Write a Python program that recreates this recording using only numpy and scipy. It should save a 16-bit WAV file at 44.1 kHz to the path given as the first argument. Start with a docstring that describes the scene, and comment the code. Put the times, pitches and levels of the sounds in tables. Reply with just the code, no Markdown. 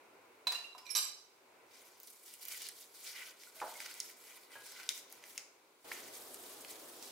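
"""A low drone hums in a hard-walled kitchen. Half a second in, a steel spoon is laid on a plate to the
right with a dull knock, rings, and chatters to rest. From 1.7 s a hand kneads wet sugar paste in a bowl:
slipping grains squelch, crunch and fizz, sticky films smack, and the bowl knocks and rocks on its board.
Near 5.8 s the drone and hiss step up, and the hand rubs the paste on skin in fizzy strokes.
The walls answer the spoon, the knocks and the smacks."""
import sys
import numpy as np
from scipy import signal
from scipy.fft import rfft, irfft, next_fast_len
from scipy.io import wavfile
from scipy.ndimage import uniform_filter1d, map_coordinates

SR = 44100
rng = np.random.default_rng(int(sys.argv[2]) if len(sys.argv) > 2 else 0)


def inscribe(sig):
    """Save sig as 16-bit PCM at rate SR to the path in sys.argv[1].

    A 1-D sig is mono; a 2-D sig holds one channel per row.
    Samples are clipped to [-1, 1] before scaling.
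    """
    pcm = np.round(np.clip(np.atleast_2d(sig).T, -1, 1) * 32767)
    wavfile.write(sys.argv[1], SR, pcm.astype(np.int16))


N = 313551

# ringing modes of spoon and plate: pitch_hz
STEEL_MODES_HZ = [1005, 1206, 1640, 2385, 2557, 2772, 3015, 3833, 3992, 4495, 4887, 5211, 5350, 5782, 6503,
                  7327, 7655, 8726, 9640, 10200, 10800, 11650, 13070, 13750]
# sticky paste letting go: start_s, level_db, pan_db (left minus right), pop_hz, low_pop_hz, low_pop_db
LOUD_SMACKS = [(2.0325, -38.5, 2, 14200, 2240, -21), (2.001, -39, -1, 14800, 1560, -16),
               (2.1024, -45, -9, 9800, 2090, -13), (2.074, -37, -4, 11500, 1800, -23),
               (2.339, -37.5, -3, 9780, 2990, -3), (2.453, -31, -4, 14200, 3700, -4),
               (2.43, -36, -2, 12000, 3010, -12), (2.484, -30.5, -11, 12800, 4000, -14),
               (2.6087, -42, -2, 4730, 3720, 3), (2.6875, -30, -6, 9700, 2220, -20),
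               (3.0757, -34.5, 4, 5100, 2270, -16), (3.4354, -42, -4, 5200, 2330, 4),
               (3.602, -37.5, -1, 8000, 2230, 21), (3.803, -30.5, 0, 4460, 2020, 1),
               (3.8639, -42, -6, 4840, 2200, 6), (3.9121, -37.5, 1, 9420, 2300, 8),
               (3.9408, -35.5, -2, 8900, 2660, -6), (4.002, -23, -3, 5530, 3350, -14),
               (4.7994, -36, 0, 4600, 1520, 6), (4.8908, -17.5, 2.5, 5540, 3780, 1),
               (4.978, -34.5, .5, 6060, 2180, 1.5), (5.1006, -40, 0, 14300, 1590, -2),
               (5.1254, -33.5, 0, 11400, 1480, -5), (5.2392, -38, -3, 5800, 2180, 10.5),
               (5.378, -25.5, 2.5, 5930, 2440, 0.5), (5.9184, -31, 1, 4310, 2090, 10),
               (6.223, -40, -6, 11200, 1540, -10), (6.3441, -31, -1, 8950, 2540, -11),
               (6.648, -36, 0, 4100, 2720, 6.5), (7.026, -38.5, -7, 5260, 3000, -4)]


def amp(db):
    return 10 ** (np.asarray(db) / 20)


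def unit(x):
    return x / np.sqrt(np.mean(x ** 2) + 1e-20)


def along(points, hz):
    """Reads a curve of (Hz, value) points on a log frequency axis."""
    freqs, values = np.transpose(points)
    return np.interp(np.log(hz + 1), np.log(freqs + 1), values)


def filtered(x, response):
    """Shapes x with a complex frequency response."""
    size = next_fast_len(x.shape[-1] + 2048)
    return irfft(rfft(x, size) * response(np.fft.rfftfreq(size, 1 / SR)), size)[..., :x.shape[-1]]


def resonance(f, hz, width):
    """Response of one resonator centred on hz."""
    return 1j * f * width / (hz * hz - f * f + 1j * f * width)


def spectrum(points):
    """Turns (Hz, dB) points into a frequency response."""
    return lambda hz: amp(along(points, hz))


def rush(colour, likeness, patchy_db, grain=1):
    """Stereo noise of rms 1, flickering in brief, wide-band patches and roughened by a grain envelope."""
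    bins = signal.stft(rng.standard_normal((2, N)), nperseg=256)[2]
    patches = uniform_filter1d(rng.standard_normal(bins.shape[1:]), size=12, axis=0)
    patches = uniform_filter1d(patches, size=5, axis=1)
    pair = grain * signal.istft(bins * amp(patchy_db * unit(patches)), nperseg=256)[1][:, :N]
    spread = lambda hz: np.arccos(np.clip(along(likeness, hz), -1, 1)) / 2
    mid, side = filtered(pair, lambda hz: colour(hz) * [np.cos(spread(hz)), np.sin(spread(hz))])
    return unit(np.array([mid + side, mid - side]))


def kitchen_reverb(x):
    """The walls' answer: the treble dies sooner and spreads wider than the bass."""
    # decay of the room: frequency_hz, t60_s
    decay = [(300, 0.77), (2000, 0.49), (6000, 0.51), (15000, 0.32)]
    hz, t = np.fft.rfftfreq(256, 1 / SR), np.arange(160) * 128 / SR
    shape = (2, len(hz), len(t))
    mid, side = rng.standard_normal(shape) + 1j * rng.standard_normal(shape)
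    width = np.clip(hz / 2500, .2, 1)[:, None]
    echoes = np.array([mid + width * side, mid - width * side]) / np.sqrt(1 + width ** 2)
    tail = signal.istft(echoes * amp(-60 * t / along(decay, hz)[:, None]), SR, nperseg=256)[1]
    tail *= np.minimum(np.arange(tail.shape[1]) / (0.004 * SR), 1)  # echoes build up
    return signal.fftconvolve(x[None], tail / np.linalg.norm(tail[0]), axes=1)


def place(out, start_s, sound, pan_db, wet_db, low_cut_hz=194):
    """Pans one sound into the mix with its own room tail; a low cut thins the bass of each sound."""
    sound = filtered(sound, lambda f: (1j * f / (1j * f + low_cut_hz)) ** 2)
    stereo = amp(wet_db) * kitchen_reverb(sound) * amp([[pan_db / 4], [-pan_db / 4]])
    stereo[:, :len(sound)] += sound * amp([[pan_db / 2], [-pan_db / 2]])
    out[:, round(start_s * SR):][:, :stereo.shape[1]] += stereo


def room_tone(step_s=5.845, early_hiss_db=-71.5, late_hiss_db=-59.5):
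    """A broad low drone and a faint hiss, both abruptly fuller from 5.85 s on."""
    # swell of the drone: time_s, level_db
    swell = [(0, -62.5), (.45, -63.5), (1.1, -69.5), (1.3, -69), (1.6, -63.5), (2.2, -68.5), (3, -65.5),
             (3.4, -67), (3.75, -64.5), (4.4, -65), (5.3, -63.5), (5.84, -70.5), (5.85, -55.5),
             (6.1, -57.5), (7.11, -57.5)]
    # colours of the early drone, the late drone and the hiss: frequency_hz, density_db
    early_colour = [(15, -80), (25, -80), (92, -17.5), (151, -21), (391, -1), (695, -6), (849, -5.5),
                    (1040, -3.5), (1180, -9.5), (1410, -7.5), (1840, -14), (2250, -7.5), (2690, -13),
                    (3140, -23), (5000, -49), (6500, -74), (11000, -120)]
    late_colour = [(15, -71), (25, -59), (92, -16), (171, -20.5), (253, -6.5), (391, -1), (434, -2.5),
                   (774, -5), (1630, -12.5), (3500, -18), (4550, -57), (7700, -120)]
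    hiss_colour = [(1760, -17), (3000, -3), (3830, 0), (5420, -3.5), (8750, -5.5), (15800, -8.5)]
    # stereo image of the room: frequency_hz, left_right_correlation
    likeness = [(60, 0.65), (240, 0.99), (950, 0.39), (3770, 0.044), (15000, 0.1)]
    t = np.arange(N) / SR
    early = rush(spectrum(early_colour), likeness, patchy_db=0.43)
    late = rush(spectrum(late_colour), likeness, patchy_db=0.04)
    hiss = rush(spectrum(hiss_colour), likeness, patchy_db=0.5)
    drone = amp(np.interp(t, *np.transpose(swell))) * np.where(t < step_s, early, late)
    return drone + amp(np.where(t < step_s, early_hiss_db, late_hiss_db)) * hiss


def spoon_contacts(bounces, drop_s=0.95, gap_s=0.0091, loss_db=0.77):
    """Light taps excite few modes; let go, the spoon bounces on chance spots and rings in all of them."""
    # taps and scrapes: start_s, level_db, pan_db, first_hz, second_hz, clatter_db, free_ms, rise_ms
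    taps = [(.469, -21.5, -8, 3950, 2557, -4, 13, 1.7), (.516, -32, -4, 4850, 4887, 5, 36, 5.9),
            (.546, -37, -1, 4260, 2772, -8, 17, 5.2), (0.641, -44.5, -7, 2720, 2772, -32, 65, 2),
            (.725, -55.5, -19, 3880, 3970, -13, 11, 2.6), (0.749, -45, 3, 1005, 1005, -19, 20, .33),
            (.78, -43.5, -8, 5160, 5160, 9, 24, .43), (.851, -48.5, -9, 2465, 2484, -26, 48, 6.9),
            (0.866, -40.5, -7, 3920, 5940, -8, 4.8, 0.34), (.887, -43, -9, 5974, 2385, -17, 10, 27.5),
            (0.898, -33.5, -14, 5360, 11070, -31, 27, 15)]
    tap_others_db, bounce_others_db = -34, -2  # modes the contact does not favour
    contacts = [(*tap, tap_others_db) for tap in taps]
    clatter_db, free_ms, rise_ms = -11, 12, 0.55
    for k, chance in enumerate(rng.random((bounces, 3))):
        favoured_hz = np.array(STEEL_MODES_HZ)[(7 + chance[:2] * 12).astype(int)]
        level_db = -22.5 - k * loss_db
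        pan_db = -6 + 8 * (chance[2] - .5)
        contacts.append((drop_s + k * gap_s, level_db, pan_db, *favoured_hz,
                         clatter_db, free_ms, rise_ms, bounce_others_db))
    return contacts


def spoon():
    """Each contact favours modes near two pitches; the next touch of finger or plate chokes the ring."""
    # spoon on plate, one row per pitch of STEEL_MODES_HZ: level_db, t60_s
    modes = [(-12.5, 0.068), (-9.5, 0.088), (-15, 0.12), (-17, 0.49), (-4.5, 0.026), (-10.5, 0.079),
             (-5.5, .15), (0.5, 0.079), (2.5, 0.14), (-6, 0.12), (5, 0.044), (-11, 0.16), (-3, 0.049),
             (1.5, 0.17), (1.5, 0.05), (-7, 0.1), (2, 0.15), (-6.5, 0.22), (-1, 0.17), (-3, 0.15),
             (-11.5, 0.16), (3.5, 0.29), (-27, .15), (2, 0.18)]
    out, t = np.zeros((2, N + SR)), np.arange(SR // 5) / SR
    hz, (mode_db, t60) = np.array(STEEL_MODES_HZ), np.transpose(modes)
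    for contact in spoon_contacts(bounces=5):
        start_s, level_db, pan_db, *favoured_hz, clatter_db, free_ms, rise_ms, others_db = contact
        favour = sum(np.exp(-(np.log(hz / centre) / .025) ** 2) for centre in favoured_hz)
        others = amp(others_db) * np.minimum(1, 6000 / hz)
        gains = amp(mode_db + rng.normal(0, 1.5, len(hz))) * (favour + others)
        blur = .03 * (1 + 0.082 * rise_ms)  # a slow, scraping contact blurs the pitches more
        rattle = blur * np.cumsum(rng.standard_normal((len(t), len(hz))), axis=0)
        ring = (gains * amp(-60 * t[:, None] / t60) * np.sin(2 * np.pi * hz * t[:, None] + rattle)).sum(1)
        noise = rng.standard_normal(len(t))
        noise = filtered(noise, lambda f: resonance(f, 1900, 4200) * resonance(f, 2500, 18000))
        clatter = np.linalg.norm(gains) * amp(clatter_db - 60 * t / 0.069) * noise
        choke = amp(-24.5) + np.exp(-(t * 1000 / free_ms) ** 4)
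        attack = 1 - np.exp(-(t * 1000 / rise_ms) ** 2)
        clink = (ring + clatter) * choke * attack
        place(out, start_s, amp(level_db) * clink / abs(clink).max(), pan_db, wet_db=0.5)
    return out[:, :N]


def knocks():
    """Bowl and crockery knock: a damped note and a woody clack from the board below."""
    # dull knocks: start_s, level_db, pitch_hz, t60_s, clack_db
    hits = [(.469, -39.5, 1000, 0.079, -3), (0.751, -55, 723, 0.13, 3), (3.471, -53, 1450, 0.044, -14),
            (3.565, -57.5, 640, 0.22, 1), (3.616, -33.5, 864, 0.08, 3), (3.625, -37.5, 985, 0.053, 1),
            (3.641, -42, 624, 0.078, 2), (3.68, -51, 720, 0.085, -10), (3.755, -47, 2150, 0.067, -23),
            (4.535, -56, 3130, 0.22, -23), (4.555, -49.5, 1650, 0.26, 4.5), (4.789, -52, 1522, 0.22, -14),
            (5.916, -33.5, 1840, 0.017, -7.5)]
    out, t = np.zeros((2, N + SR)), np.arange(SR // 3) / SR
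    board = lambda f: (resonance(f, 660, 560) - 0.44 * resonance(f, 1700, 630)
                       + 0.14 * resonance(f, 1900, 570)) * resonance(f, 930, 2700)
    for start_s, level_db, hz, t60, clack_db in hits:
        note = amp(-60 * t / t60) * np.sin(2 * np.pi * hz * t)
        push = (amp(-60 * t / 0.2) + 3 * amp(-60 * t / 0.0069)) * rng.standard_normal(len(t))
        clack = filtered(push, board)
        knock = note + amp(clack_db) * clack / abs(clack).max()
        place(out, start_s, amp(level_db) * knock, pan_db=-.8, wet_db=-6)
    return out[:, :N]


def kneading():
    """Squelch, crunch and fizz gains and the air pocket's pitch: each squeeze rises, sags, lets go."""
    # squeezes of the fist, then strokes on skin:
    # start_s, hold_s, crunch_db, squelch_over_crunch_db, fizz_over_crunch_db, pocket_hz
    squeezes = [(1.743, 0.26, -63.5, -4, 0, 2290), (2.074, 0.17, -67, -10, 6.5, 2430),
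                (2.28, 0.067, -60.5, -3.5, 4.5, 2600), (2.423, 0.0072, -57.5, -4.5, 2, 2520),
                (2.511, 0.059, -50.5, -3.5, 2.1, 2340), (2.621, 0.051, -49, -6, -5.5, 2950),
                (2.768, 0.076, -59, -12, 1, 2540), (2.954, 0.1, -60, -10, 4, 2300),
                (3.072, 0.04, -49.5, -5.5, -2, 2390), (3.166, 0.13, -55, 5, 0, 2040),
                (3.42, 0.047, -58, -5.5, 0, 2340), (3.566, 0.056, -59, -3.5, 1.8, 1500),
                (3.678, 0.098, -55.5, -3, 1.2, 1760), (3.817, 0.14, -54, 0.8, -1, 1900),
                (3.993, 0.12, -58, -3, 1.5, 2260), (4.204, .06, -65, -2, 4, 2180),
                (4.278, 0.17, -61, -2, 2, 2400), (4.534, 0.074, -64, 5, 2.5, 1810),
                (4.663, 0.075, -55.5, -3.5, -1.5, 1800), (4.768, 0.1, -58, 4.5, -3.5, 1810),
                (4.952, 0.025, -56, -4.5, 2, 2490), (5.115, 0.067, -64, 0, -0.5, 1800),
                (5.24, 0.027, -64, -3, -2, 2330), (5.286, 0.075, -64.5, -5, 5.5, 2600),
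                (5.375, 0.033, -65.5, 3.5, -8, 2480), (5.878, .06, -68.5, -20, 9, 1890),
                (5.92, 0.16, -54, -1.5, 0.7, 2100), (6.152, 0.013, -54.5, -9, 2.7, 2460),
                (6.22, 0.21, -62.5, -20, 9, 1940), (6.465, 0.35, -58.5, -6.5, 4.5, 1970),
                (6.699, 0.024, -55.5, -7.5, 3.5, 2390), (6.817, 0.22, -62.5, -17, 6.5, 2100),
                (7.023, 0.094, -54, -18, -3, 2600)]
    rise_db_per_s, sag_db_per_s, release_db_per_s = 267, 29, 202
    fall_octaves_per_s = 1.8  # the pocket deepens as the fist closes
    wake_db, wake_db_per_s = -26.5, 362  # crunch left behind each loud smack
    t = np.arange(0, N / SR, .001)
    start_s, hold_s, crunch_db, squelch_db, fizz_db, hz = np.transpose(squeezes)[:, :, None]
    age = t - start_s
    ahead, held, released = (-age).clip(0), age.clip(0, hold_s), (age - hold_s).clip(0)
    shape_db = -rise_db_per_s * ahead - sag_db_per_s * held - release_db_per_s * released
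    power = amp(crunch_db + shape_db) ** 2 + 1e-30
    pocket_hz = (power * hz * 2 ** (-fall_octaves_per_s * held)).sum(0) / power.sum(0)
    smack_s, smack_db = np.transpose(LOUD_SMACKS)[:2, :, None]
    wakes = (t > smack_s + .003) * amp(smack_db + wake_db - wake_db_per_s * abs(t - smack_s))
    gains = [np.sqrt((power * amp(2 * over_db)).sum(0) + (wakes ** 2).sum(0) * amp(2 * wake_trim_db))
             for over_db, wake_trim_db in ((squelch_db, -5), (0, 0), (fizz_db, -8))]
    return [np.interp(np.arange(N) / SR, t, curve) for curve in gains + [pocket_hz]]


def slips(spacing_ms):
    """Stick-slip bursts: mostly small, now and then large."""
    position = np.arange(N) / (SR * spacing_ms / 1000)
    return map_coordinates(rng.exponential(size=N // 20), [position], order=1)


def paste():
    """Wet grains shear in shared slips: the low part rings the bowl, the rest crackles freely."""
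    # resonances of the bowl: pitch_hz, width_hz, level_db
    bowl_modes = [(1000, 160, -6), (1520, 110, 0), (2030, 130, 0), (2300, 150, 0), (2870, 220, 0)]
    # colours of the grains' crunch and fizz: frequency_hz, density_db
    crunch_colour = [(2000, -27), (3200, -5), (4800, -0.5), (6300, -2.5), (8000, -9.5), (11000, -21)]
    fizz_colour = [(4500, -35), (7000, -1), (9500, 1.5), (13000, -1), (15500, -1.5), (17000, -27)]
    # stereo image of the paste: frequency_hz, left_right_correlation
    likeness = [(60, 0.95), (240, 0.64), (950, 0.98), (3770, 0.46), (15000, 0.43)]
    squelch_gain, crunch_gain, fizz_gain, pocket_hz = kneading()
    slip, crackle = np.minimum(slips(spacing_ms=13), 2.5), slips(spacing_ms=0.64)
    shear = rush(np.ones_like, likeness, patchy_db=2.0, grain=amp(1.3 * slip + 2.06 * crackle))
    squelch = .4 * unit(filtered(shear, lambda f: resonance(f, 2200, 1800) ** 2))
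    for hz, width, level_db in bowl_modes:
        favour = amp(level_db - 16 * abs(np.log2(pocket_hz / hz)))  # strongest near the pocket's pitch
        squelch += favour * unit(filtered(shear, lambda f: resonance(f, hz, width)))
    crunch = rush(spectrum(crunch_colour), likeness, patchy_db=2.5, grain=amp(1.33 * slip + 1.3 * crackle))
    fizz = rush(spectrum(fizz_colour), likeness, patchy_db=1.5, grain=amp(2.8 * slip + 1.04 * crackle))
    return squelch_gain * unit(squelch) + crunch_gain * crunch + fizz_gain * fizz


def film_snap(level_db, pop_hz, low_hz, low_db, t60_s=0.0127):
    """A film snaps: a click and a puff of noise ring the small and the large pocket of air it opens."""
    t = np.arange(SR // 20) / SR
    puff = amp(-60 * t / t60_s) * rng.standard_normal(len(t))
    puff[0] += 3.5  # the click
    pockets = lambda f: (resonance(f, pop_hz, 0.43 * pop_hz) ** 2 + 0.44 * resonance(f, 7060, 6100) ** 2
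                         + amp(low_db) * resonance(f, low_hz, 0.55 * low_hz) ** 2)
    pop = filtered(puff, pockets)
    return amp(level_db) * pop / abs(pop).max()


def smacks(tick_count):
    """Paste lets go in loud smacks, and in small random ticks that grow as the hand presses harder."""
    out, ticks = np.zeros((2, N + 2 * SR)), np.zeros(N + SR // 20)
    crunch_gain = kneading()[1]
    for start_s, level_db, pan_db, pop_hz, low_hz, low_db in LOUD_SMACKS:
        place(out, start_s, film_snap(level_db, pop_hz, low_hz, low_db), pan_db, wet_db=-7.5)
    for when, smallness, high, low in rng.random((tick_count, 4)):
        i = int(when * N)
        over_crunch_db = 9 - 2 * np.log(smallness + 0.011)
        pop_hz, low_hz = 4080 * (13400 / 4080) ** high, 1480 * (3580 / 1480) ** low
        ticks[i:i + SR // 20] += crunch_gain[i] * film_snap(over_crunch_db, pop_hz, low_hz, low_db=-4)
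    place(out, 0, ticks, pan_db=-1.5, wet_db=-4.5)
    return out[:, :N]


def thumps(t60_s=0.41):
    """The bowl rocks and sends a low, damped note through the board."""
    # rocks of the bowl: start_s, level_db, pitch_hz
    rocks = [(3.6, -75, 65), (4.561, -76, 127)]
    out = np.zeros(N)
    for start_s, level_db, hz in rocks:
        age = (np.arange(N) / SR - start_s).clip(0)
        out += amp(level_db - 60 * age / t60_s) * np.sin(2 * np.pi * hz * age)
    return out


def scene():
    return room_tone() + spoon() + knocks() + paste() + smacks(tick_count=200) + thumps()


def record(dry, top_hz=15800):
    """A sheer cut takes off the very top of the treble."""
    return filtered(dry, lambda hz: hz < top_hz)


dry = scene()
out = record(dry)
inscribe(out)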